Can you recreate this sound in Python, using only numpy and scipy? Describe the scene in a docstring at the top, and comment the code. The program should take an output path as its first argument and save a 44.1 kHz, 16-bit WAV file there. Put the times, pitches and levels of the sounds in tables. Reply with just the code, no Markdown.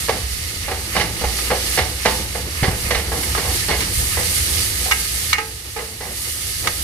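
"""Stirring butter and flour in a pot

A wooden spoon knocks on the bottom of a metal pot, which clatters on its burner, and clacks on the wall.
Each impact excites the pot's damped modes, and the stove top thumps as the pot rocks.
Bursting bubbles make the fat sizzle and flare with the strokes; its heard level ducks abruptly at a
hard clack, then recovers. Friction adds rubbing and scraping, and the stove rumbles softly below."""
import sys
import numpy as np
from scipy import signal
from scipy.fft import rfft, irfft, next_fast_len
from scipy.io import wavfile
from scipy.ndimage import uniform_filter1d

SR = 44100
rng = np.random.default_rng(int(sys.argv[2]) if len(sys.argv) > 2 else 0)


def log_audio(samples):
    """Write samples as a 16-bit WAV file to the path given in sys.argv[1]."""
    # one column per channel
    frames = np.atleast_2d(samples).T
    # limit to full scale, then quantise
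    limited = np.clip(frames, -1, 1)
    pcm = np.round(limited * 32767).astype(np.int16)
    wavfile.write(sys.argv[1], SR, pcm)


N = 301203

# each stroke scrapes, then knocks twice on the bottom: start_s, first_knock_db, gap_s, second_knock_db,
# rise_s, favoured_hz, brightness_db, after_ring_db, scrape_db
STROKES = [(.083, -13.5, 0.0082, -7, 0.00073, 503, -6, -2, -38),
           (.679, -13.5, .032, -13, 0.0027, 382, -7, 0, -34.5),
           (.950, -13, 0.012, -6.5, 0.002, 830, -0.5, -1, -34.5),
           (.996, -16.5, 0.013, -15, 0.0013, 865, 9.5, -6, -29.5),
           (1.210, -16, 0.026, -12, 0.0018, 473, -9, -0.5, -37),
           (1.502, -8.5, .009, -8, 0.00069, 500, -12, 0.5, -32),
           (1.773, -8, .012, -6.5, 0.0025, 750, 3, -4, -34),
           (2.05, -10, 0.0056, -3, 0.0016, 490, 1, -2, -35.5),
           (2.348, -14.5, .008, -23, 0.0012, 486, -19, -0.5, -43),
           (2.629, -8, .011, -10, 0.0021, 1990, -1, -1, -31),
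           (2.677, -14, .054, -27, .002, 497, -14, -3.5, -48),
           (2.904, -10, .041, -11.5, 0.0031, 487, 5.5, -1.5, -31),
           (3.116, -13, 0.0067, -14, 0.0019, 460, -15, -2, -44),
           (3.347, -24.5, .028, -21.5, 0.0011, 480, 2.5, 8.5, -36),
           (3.429, -19.5, .012, -20.5, 0.014, 490, -17, 8, -42),
           (3.682, -13.5, 0.023, -13.5, 0.0027, 480, 1.5, 4, -36),
           (4.170, -15.5, .019, -20.5, 0.00098, 480, -5, 1.5, -30),
           (4.854, -20.5, 0.017, -25, 0.0051, 740, -8, 3.5, -42),
           (5.759, -26, 0.023, -21, 0.0044, 440, -4, 3.5, -52),
           (6.005, -24.5, .047, -29, 0.0013, 1980, -4, 6, -54),
           (6.635, -23, 0.017, -36, 0.0088, 472, -1, 8.5, -54)]
# dull clatter of wood, pot and stove top: frequency_hz, density_db
CLATTER_SPECTRUM = [(100, -25), (180, -4.5), (290, -14.5), (400, -3.5), (490, -3), (610, -4), (780, -4.5),
                    (980, -12), (1500, -11), (2050, -6.5), (2600, -13.5), (5000, -17), (7000, -28.5),
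                    (15000, -77)]
# resonances of the pot bottom, damped by the paste: centre_hz, width_hz, gain_db
BOTTOM_RESONANCES = [(472, 66, 2.5), (752, 47, 2.5), (842, 25, 8.5), (1144, 140, 6), (1680, 69, 5),
                     (2040, 130, 1.5), (2890, 110, 7)]
# stereo balance of the knocks: frequency_hz, left_minus_right_db
KNOCK_BALANCE = [(200, 2), (480, 0), (800, -3), (1400, -4), (2100, -7.5), (4500, -12)]


def knocks(hit_db=-1.5, hit_t60=0.051, clatter_db=-12, clatter_t60=0.38, ring_db=-17, bright_hz=1800):
    """Cushioned impact: the paste softens each knock; pot, burner and stove top rattle on after it."""
    t = np.arange(SR // 2) / SR
    rattle, ring = np.zeros((2, 2, N))
    mode_hz, bottom_db, _, _ = np.transpose(POT_MODES)
    treble = signal.butter(1, bright_hz, "high", fs=SR)
    for start_s, first_db, gap_s, second_db, rise_s, favoured_hz, bright_db, after_db, _ in STROKES:
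        spot = signal.iirpeak(favoured_hz, Q=13.5, fs=SR)  # the spot struck lifts one resonance
        levels_db = ring_db + after_db + bottom_db + bright_db * (mode_hz > bright_hz)
        for knock_s, level_db in (start_s, first_db), (start_s + gap_s, second_db):
            force = from_db(level_db) * onset(t, rise_s)
            hit = noise_burst(t, hit_db, hit_t60, side_db=-25)
            clatter = noise_burst(t, clatter_db + after_db, clatter_t60, side_db=-7)
            knock = band_gain(force * (hit + clatter), treble, bright_db)
            add(rattle, knock_s, band_gain(knock, spot, gain_db=6))
            add(ring, knock_s, force * pot_ring(t, levels_db, uneven_db=4))
    return panned(coloured(rattle, CLATTER_SPECTRUM, BOTTOM_RESONANCES) + ring, KNOCK_BALANCE)


# clacks of the spoon on the wall; the rows at 3.349 s and 5.759 s instead add crack and ring to the knocks # on
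# the bottom at those times: start_s, level_db, rise_s, lowest_ring_hz, highest_ring_hz, free_ring_db, crack_db
CLACKS = [(1.387, -28.5, 0.00079, 1200, 2200, -10, 7), (3.231, -18.5, 0.0017, 2050, 2180, -19, 0),
          (3.349, -17, .0005, 1000, 1500, -16, -11), (3.804, -25.5, .0015, 1890, 2900, -1.5, 6),
          (4.909, -14, 0.0035, 880, 3500, -11.5, 8), (4.918, -11, .0011, 1850, 2400, -10, -6.5),
          (5.329, -14.5, 0.00071, 1880, 3900, -5, 5), (5.381, -25, 0.0012, 600, 2300, 1, 4.5),
          (5.759, -34.5, .003, 440, 905, 8, 4), (6.671, -15.5, 0.00085, 1320, 2250, -14, 5)]
# crack of bare wood on metal: frequency_hz, density_db
CRACK_SPECTRUM = [(200, -26), (600, -21), (1000, 3), (1500, -3), (2500, -4.5), (3700, 0.5), (5000, -5.5),
                  (6700, -5), (9000, -21), (15000, -17)]


def clacks(crack_t60=0.045, held_t60=0.065, buzz_t60=0.3, rolloff_db_per_octave=16, pan_db=-1.5):
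    """Contact damping: wood cracks on the wall and chokes its ring; a free ring and a buzz linger."""
    t = np.arange(SR // 2) / SR
    crack, ring, buzz = np.zeros((3, 2, N))
    mode_hz, _, wall_db, _ = np.transpose(POT_MODES)
    for start_s, level_db, rise_s, low_hz, high_hz, free_db, crack_db in CLACKS:
        force = from_db(level_db) * onset(t, rise_s)
        # the place struck and the hardness of the contact favour one range of modes
        octaves_outside = np.abs(np.log2(mode_hz / np.clip(mode_hz, low_hz, high_hz)))
        levels_db = wall_db - rolloff_db_per_octave * octaves_outside
        choke = decay(t, held_t60) + from_db(free_db)
        add(ring, start_s, force * choke * pot_ring(t, levels_db, uneven_db=1.3))
        add(crack, start_s, force * noise_burst(t, crack_db - 2, crack_t60, side_db=1.5))
        add(buzz, start_s, force * noise_burst(t, crack_db + free_db - 9, buzz_t60, side_db=1))
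    crack = coloured(crack, CRACK_SPECTRUM)
    buzz = coloured(buzz, SCRAPE_SPECTRUM, CAVITY_RESONANCES)
    return (crack + buzz + ring) * from_db([[pan_db], [-pan_db]])


# natural modes of the pot: pitch_hz, bottom_struck_db, wall_struck_db, t60_s
POT_MODES = [(373, -12.5, -27.5, 0.58), (446, -12, -1.5, 0.64), (495, -5.5, -9, 0.34),
             (761.7, 0, -12, 0.24), (842, -12, -2.5, 0.32), (889, -8.5, -15, 0.43), (1037, -7, -27, .26),
             (1136, -10, -19, 0.22), (1241, -7, 1.5, 0.11), (1285, -15, -7, 0.27), (1599, -21, -7, 0.36),
             (1858, -3.5, -2, .14), (2000, 0, -4, 0.17), (2163, -0.5, -4, 0.2), (2232, -21, 2.5, 0.11),
             (2845, -17, -0.5, .1), (4050, -25, -4, 0.055), (4350, -5, -11, 0.17), (5350, -30, -11, .12),
             (6700, -34, -2, 0.087)]


def pot_ring(t, levels_db, uneven_db, ear_phase_rad=0.93):
    """Modal superposition: a blow excites damped sines, each reaching each ear in its own phase."""
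    lowest_hz = POT_MODES[0][0]
    ring = 0
    for (pitch_hz, _, _, t60_s), level_db in zip(POT_MODES, levels_db):
        phase_spread = ear_phase_rad * np.sqrt(pitch_hz / lowest_hz) / 2
        phase = np.pi * rng.integers(2) + phase_spread * rng.normal(size=(2, 1))
        strength = from_db(level_db + uneven_db * rng.normal())
        ring = ring + strength * decay(t, t60_s) * np.sin(2 * np.pi * pitch_hz * t + phase)
    return ring


# the pot rocks on the stove top: start_s, level_db, pitch_hz, t60_s
STOVE_THUMPS = [(0.234, -21, 63, 0.45), (.998, -19, 110, 0.065), (1.255, -17, 63.6, 0.34),
                (1.801, -18, 105, 0.11), (2.626, -3.5, 126, 0.034), (2.682, -3.5, 163, 0.02),
                (2.693, -10, 110, .05), (2.731, -15, 100, .05), (2.961, -14, 65.4, 0.28),
                (3.975, -14, 69.6, .18), (4.519, -17.5, 79, .2)]


def thumps(pan_db=-1.5):
    """Damped oscillation: the stove top gives under the pot and swings back."""
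    t = np.arange(SR // 4) / SR
    out = np.zeros((2, N))
    for start_s, level_db, pitch_hz, t60_s in STOVE_THUMPS:
        add(out, start_s, -from_db(level_db) * decay(t, t60_s) * np.sin(2 * np.pi * pitch_hz * t))
    return out * from_db([[pan_db], [-pan_db]])


# the heard level of the sizzle builds, ducks abruptly at a hard clack, then recovers:
# time_s, hiss_db, spit_db
SIZZLE_LEVELS = [(0.0, -33, -34), (0.13, -34.5, -33.5), (0.74, -35, -35.5), (1.6, -31, -30.5),
                 (1.77, -25.5, -28.5), (1.82, -32, -33), (2.38, -32, -33), (2.45, -35.5, -35.5),
                 (2.93, -30, -33), (3.06, -34, -35.5), (3.14, -31, -33.5), (3.56, -27, -28),
                 (3.86, -29.5, -30), (3.98, -26, -30.5), (4.89, -25.5, -27.5), (5.21, -28.5, -31.5),
                 (5.32, -28, -30.5), (5.36, -40, -38.5), (5.55, -39.5, -41.5), (6.09, -36.5, -38.5),
                 (6.24, -29.5, -34.5), (6.35, -29, -32.5), (6.72, -30.5, -32.5), (6.83, -26.5, -32)]
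# the spoon sweeps fat onto bare hot metal: time_s, level_db
FLARES = [(.05, -34), (.36, -32), (1.42, -31.5), (3.28, -28.5), (3.99, -27), (4.40, -28.5), (4.90, -27.5),
          (6.52, -51)]
# spitting of the larger bubbles: frequency_hz, density_db
SPIT_SPECTRUM = [(500, -22), (950, -20.5), (1250, -6), (1500, -9), (1900, -2), (2500, -3.5), (2900, -0.5),
                 (3300, -1.5), (4600, 1.5), (6000, -1), (7400, -6), (10000, -8.5), (16000, -42)]
# hiss of the finest bubbles: frequency_hz, density_db
HISS_SPECTRUM = [(2000, -42), (5000, -14.5), (6700, -2.5), (7400, -5), (8300, 2), (9050, 1.5),
                 (10000, -0.5), (10900, 2), (12100, -1.5), (13000, -5), (15000, -9), (16000, -28)]
# resonances of the hollow above the fat: centre_hz, width_hz, gain_db
CAVITY_RESONANCES = [(1250, 45, 7.5), (1764, 51, 5.5), (2030, 210, 1.5), (2144, 17, 10.5), (2926, 45, 4),
                     (4590, 68, 3)]
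# stereo balance of frying and scraping: frequency_hz, left_minus_right_db
FRY_BALANCE = [(500, -24.5), (1000, -0.5), (2100, -9), (3000, -6.5), (4600, -8), (6000, -5), (7200, 0.5),
               (9000, -3), (11000, -4), (13000, 0)]


def sizzle(flutter_db=0.85, surge_db=1.23):
    """Shot noise: large bubbles spit in the pot's hollow, fine ones hiss; both flare on bared metal."""
    hiss_db, spit_db = curves(SIZZLE_LEVELS)
    spit = crackle(SPIT_SPECTRUM, CAVITY_RESONANCES, rate_hz=7000, spread_db=0)
    hiss = crackle(HISS_SPECTRUM, (), rate_hz=16000, spread_db=1.5)
    sweeps = sum(from_db(db) * swell(time_s, rise_s=0.04, fade_s=0.099) for time_s, db in FLARES)
    flare = sweeps + from_db(-5) * scrape_envelope()
    surge = wander(surge_db, rate_hz=11)
    spit_gain = np.hypot(from_db(spit_db + 2), from_db(-3) * flare) * wander(flutter_db, rate_hz=60)
    hiss_gain = np.hypot(from_db(hiss_db + 0.5), flare) * wander(flutter_db, rate_hz=80)
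    return surge * (spit_gain * spit + hiss_gain * hiss)


# how hard the pot is worked, which sets the level of rubbing and rumble: time_s, level_db
EFFORT = [(0, -31.5), (.85, -30.5), (1.3, -29), (2.5, -28), (3.4, -26), (4.6, -28), (5.32, -29.5),
          (5.37, -36), (5.9, -38), (6.4, -35), (6.83, -31)]
# soft paste dragged over the bottom: frequency_hz, density_db
PASTE_SPECTRUM = [(60, -0.5), (110, -2.5), (155, 4), (200, 1.5), (260, -1.5), (350, 2), (420, -4), (490, 0),
                  (600, -8.5), (830, -6), (1000, -10), (2500, -13), (8000, -48)]
# the spoon's edge on metal: frequency_hz, density_db
SCRAPE_SPECTRUM = [(600, -25), (1000, -7), (1250, -4.5), (1500, -6.5), (1900, 0.5), (2150, -2), (2500, 0),
                   (2900, -2.5), (3400, -20.5), (4600, -13), (6500, -17), (15000, -35.5)]


def rubbing(rub_db=-9, smear_db=-25, lumpy_db=3, drag_db=-15, scrape_db=-1.5, catch_db=1.5):
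    """Friction: the spoon drags paste and its edge sticks and slips, swelling with each stroke."""
    effort_db, = curves(EFFORT)
    smear = 0  # the paste is smeared out just after the knock
    for start_s, first_db, _, second_db, *_ in STROKES:
        strength = from_db(max(first_db, second_db) + smear_db)
        smear = smear + strength * swell(start_s + 0.02, rise_s=0.01, fade_s=0.24)
    paste_gain = np.hypot(from_db(effort_db + rub_db), smear)
    slip_gain = np.hypot(from_db(effort_db + drag_db), from_db(scrape_db) * scrape_envelope())
    paste = paste_gain * unit_rms(coloured(stereo_noise(side_db=-18), PASTE_SPECTRUM))
    slips = slip_gain * crackle(SCRAPE_SPECTRUM, CAVITY_RESONANCES, rate_hz=2500, spread_db=2.5)
    return paste * wander(lumpy_db, rate_hz=25) + slips * wander(catch_db, rate_hz=31)


def scrape_envelope():
    """Incoherent addition: the scrapes, each swelling into its knock, sum in power."""
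    scrapes = (from_db(db) * swell(start_s, rise_s=0.045, fade_s=0.099) for start_s, *_, db in STROKES)
    return np.sqrt(sum(scrape ** 2 for scrape in scrapes))


# drone of the stove under the pot: frequency_hz, density_db
RUMBLE_SPECTRUM = [(15, -26), (30, -15), (45, -17.5), (55, -6.5), (63, 4), (71, -6.5), (82, -2), (95, -9.5),
                   (113, -6.5), (135, -29.5), (152, -21), (300, -46.5), (1000, -57)]


def rumble(steady_s=0.19, waver_db=1):
    """Amplitude modulation: the stove's low noise follows the stirring effort and wavers."""
    effort_db, = curves(EFFORT)
    drone = coloured(stereo_noise(side_db=-16), RUMBLE_SPECTRUM)
    running_power = uniform_filter1d(drone.mean(axis=0) ** 2, int(steady_s * SR))
    steady_drone = drone / np.sqrt(running_power + 1e-9)
    return from_db(effort_db) * wander(waver_db, rate_hz=14) * steady_drone


def crackle(spectrum, resonances, rate_hz, spread_db, direct_db=-9):
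    """Poisson process: filtered clicks, some direct to both ears, the rest scattered by the pot."""
    sizes = from_db(spread_db * np.minimum(rng.exponential(1, (3, N)), 5))
    signs = rng.choice([-1, 1], (3, N))
    left, right, both = sizes * signs * (rng.random((3, N)) < rate_hz / SR)
    clicks = np.array([left, right]) + from_db(direct_db) * both
    return unit_rms(panned(coloured(clicks, spectrum, resonances), FRY_BALANCE))


def stereo_noise(side_db, size=N):
    """Partial coherence: white noise that the two ears partly share."""
    mid, side = rng.standard_normal((2, size))
    return mid + from_db(side_db) * side * np.array([[1], [-1]])


def noise_burst(t, level_db, t60_s, side_db):
    """Broadband transient: stereo noise that dies away."""
    return from_db(level_db) * decay(t, t60_s) * stereo_noise(side_db, len(t))


def onset(t, rise_s):
    """Finite contact time: the force takes hold gradually."""
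    return (1 - np.exp(-t / rise_s)) ** 2


def decay(t, t60_s):
    """Exponential decay: 60 dB lost in t60_s."""
    return from_db(-60 * t / t60_s)


def swell(time_s, rise_s, fade_s):
    """Envelope that peaks rise_s before time_s and then dies away."""
    t = np.arange(N) / SR - time_s
    return np.interp(t, [-2 * rise_s, -rise_s, 0, fade_s, 2 * fade_s], [0, 0.96, 0.76, 0.029, 0.013])


def wander(spread_db, rate_hz):
    """Random modulation: a gain that glides between chance levels."""
    levels_db = spread_db * rng.standard_normal(4096)
    return from_db(np.interp(np.arange(N) / SR * rate_hz, np.arange(len(levels_db)), levels_db))


def coloured(x, spectrum, resonances=()):
    """Minimum-phase filter with this spectrum and these resonances; white noise keeps its power."""
    size = 2 * next_fast_len(N // 2 + 4096)
    hz = np.arange(size // 2 + 1) * SR / size
    peaks_db = sum(db / (1 + (2 * (hz - centre) / width) ** 2) for centre, width, db in resonances)
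    gain = from_db(at_hz(spectrum, hz) + peaks_db)
    cepstrum = irfft(np.log(gain / np.sqrt(np.mean(gain ** 2))))
    cepstrum[1:size // 2] *= 2  # folding onto positive time makes the filter causal
    response = np.exp(rfft(cepstrum[:size // 2], size))
    return irfft(rfft(x, size) * response)[..., :N]


def band_gain(x, band, gain_db):
    """Parallel equaliser: raise or lower the part that passes a filter."""
    return x + (from_db(gain_db) - 1) * signal.lfilter(*band, x)


def panned(x, balance):
    """Interaural level difference, varying with frequency."""
    size = next_fast_len(N + 1024)
    tilt_db = at_hz(balance, np.arange(size // 2 + 1) * SR / size) / 2
    return irfft(rfft(x, size) * from_db([tilt_db, -tilt_db]), size)[:, :N]


def from_left(x, lag_s):
    """Interaural time difference: the right ear hears the sound later."""
    right = np.pad(x[1], (round(lag_s * SR), 0))[:N]
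    return np.array([x[0], right])


def from_db(db):
    """Decibels to amplitude ratio."""
    return 10 ** (np.asarray(db) / 20)


def unit_rms(x):
    """Scale a stereo pair so that its mid has rms 1."""
    return x / np.sqrt(np.mean(x.mean(axis=0) ** 2) + 1e-20)


def curves(rows):
    """Interpolate each column of a timed table at every sample."""
    times_s, *columns = np.transpose(rows)
    return [np.interp(np.arange(N) / SR, times_s, column) for column in columns]


def at_hz(spectrum, hz):
    """Interpolate a spectrum on a log-frequency axis."""
    points_hz, levels_db = np.transpose(spectrum)
    return np.interp(np.log(hz + 1), np.log(points_hz), levels_db)


def add(out, start_s, sound):
    """Superpose a sound from start_s on."""
    i = int(start_s * SR)
    out[:, i:i + sound.shape[-1]] += sound[..., :N - i]


def scene():
    """Superposition: spoon, pot and fat close by, over the low sounds of the stove."""
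    impacts = from_left(knocks() + clacks(), lag_s=0.00007)
    frying = from_left(sizzle() + rubbing(), lag_s=0.00018)
    return impacts + frying + thumps() + rumble()


def record(dry, low_cut_hz=24.5, high_cut_hz=15500):
    """Band limiting: the deepest bass rolls off, peaks clip at full scale, the top is cut."""
    high_pass = signal.butter(2, low_cut_hz, "high", fs=SR, output="sos")
    low_pass = signal.ellip(10, 0.1, 90, high_cut_hz, fs=SR, output="sos")
    clipped = np.clip(signal.sosfilt(high_pass, dry), -1, 1)
    return signal.sosfilt(low_pass, clipped)


dry = scene()
out = record(dry)
log_audio(out)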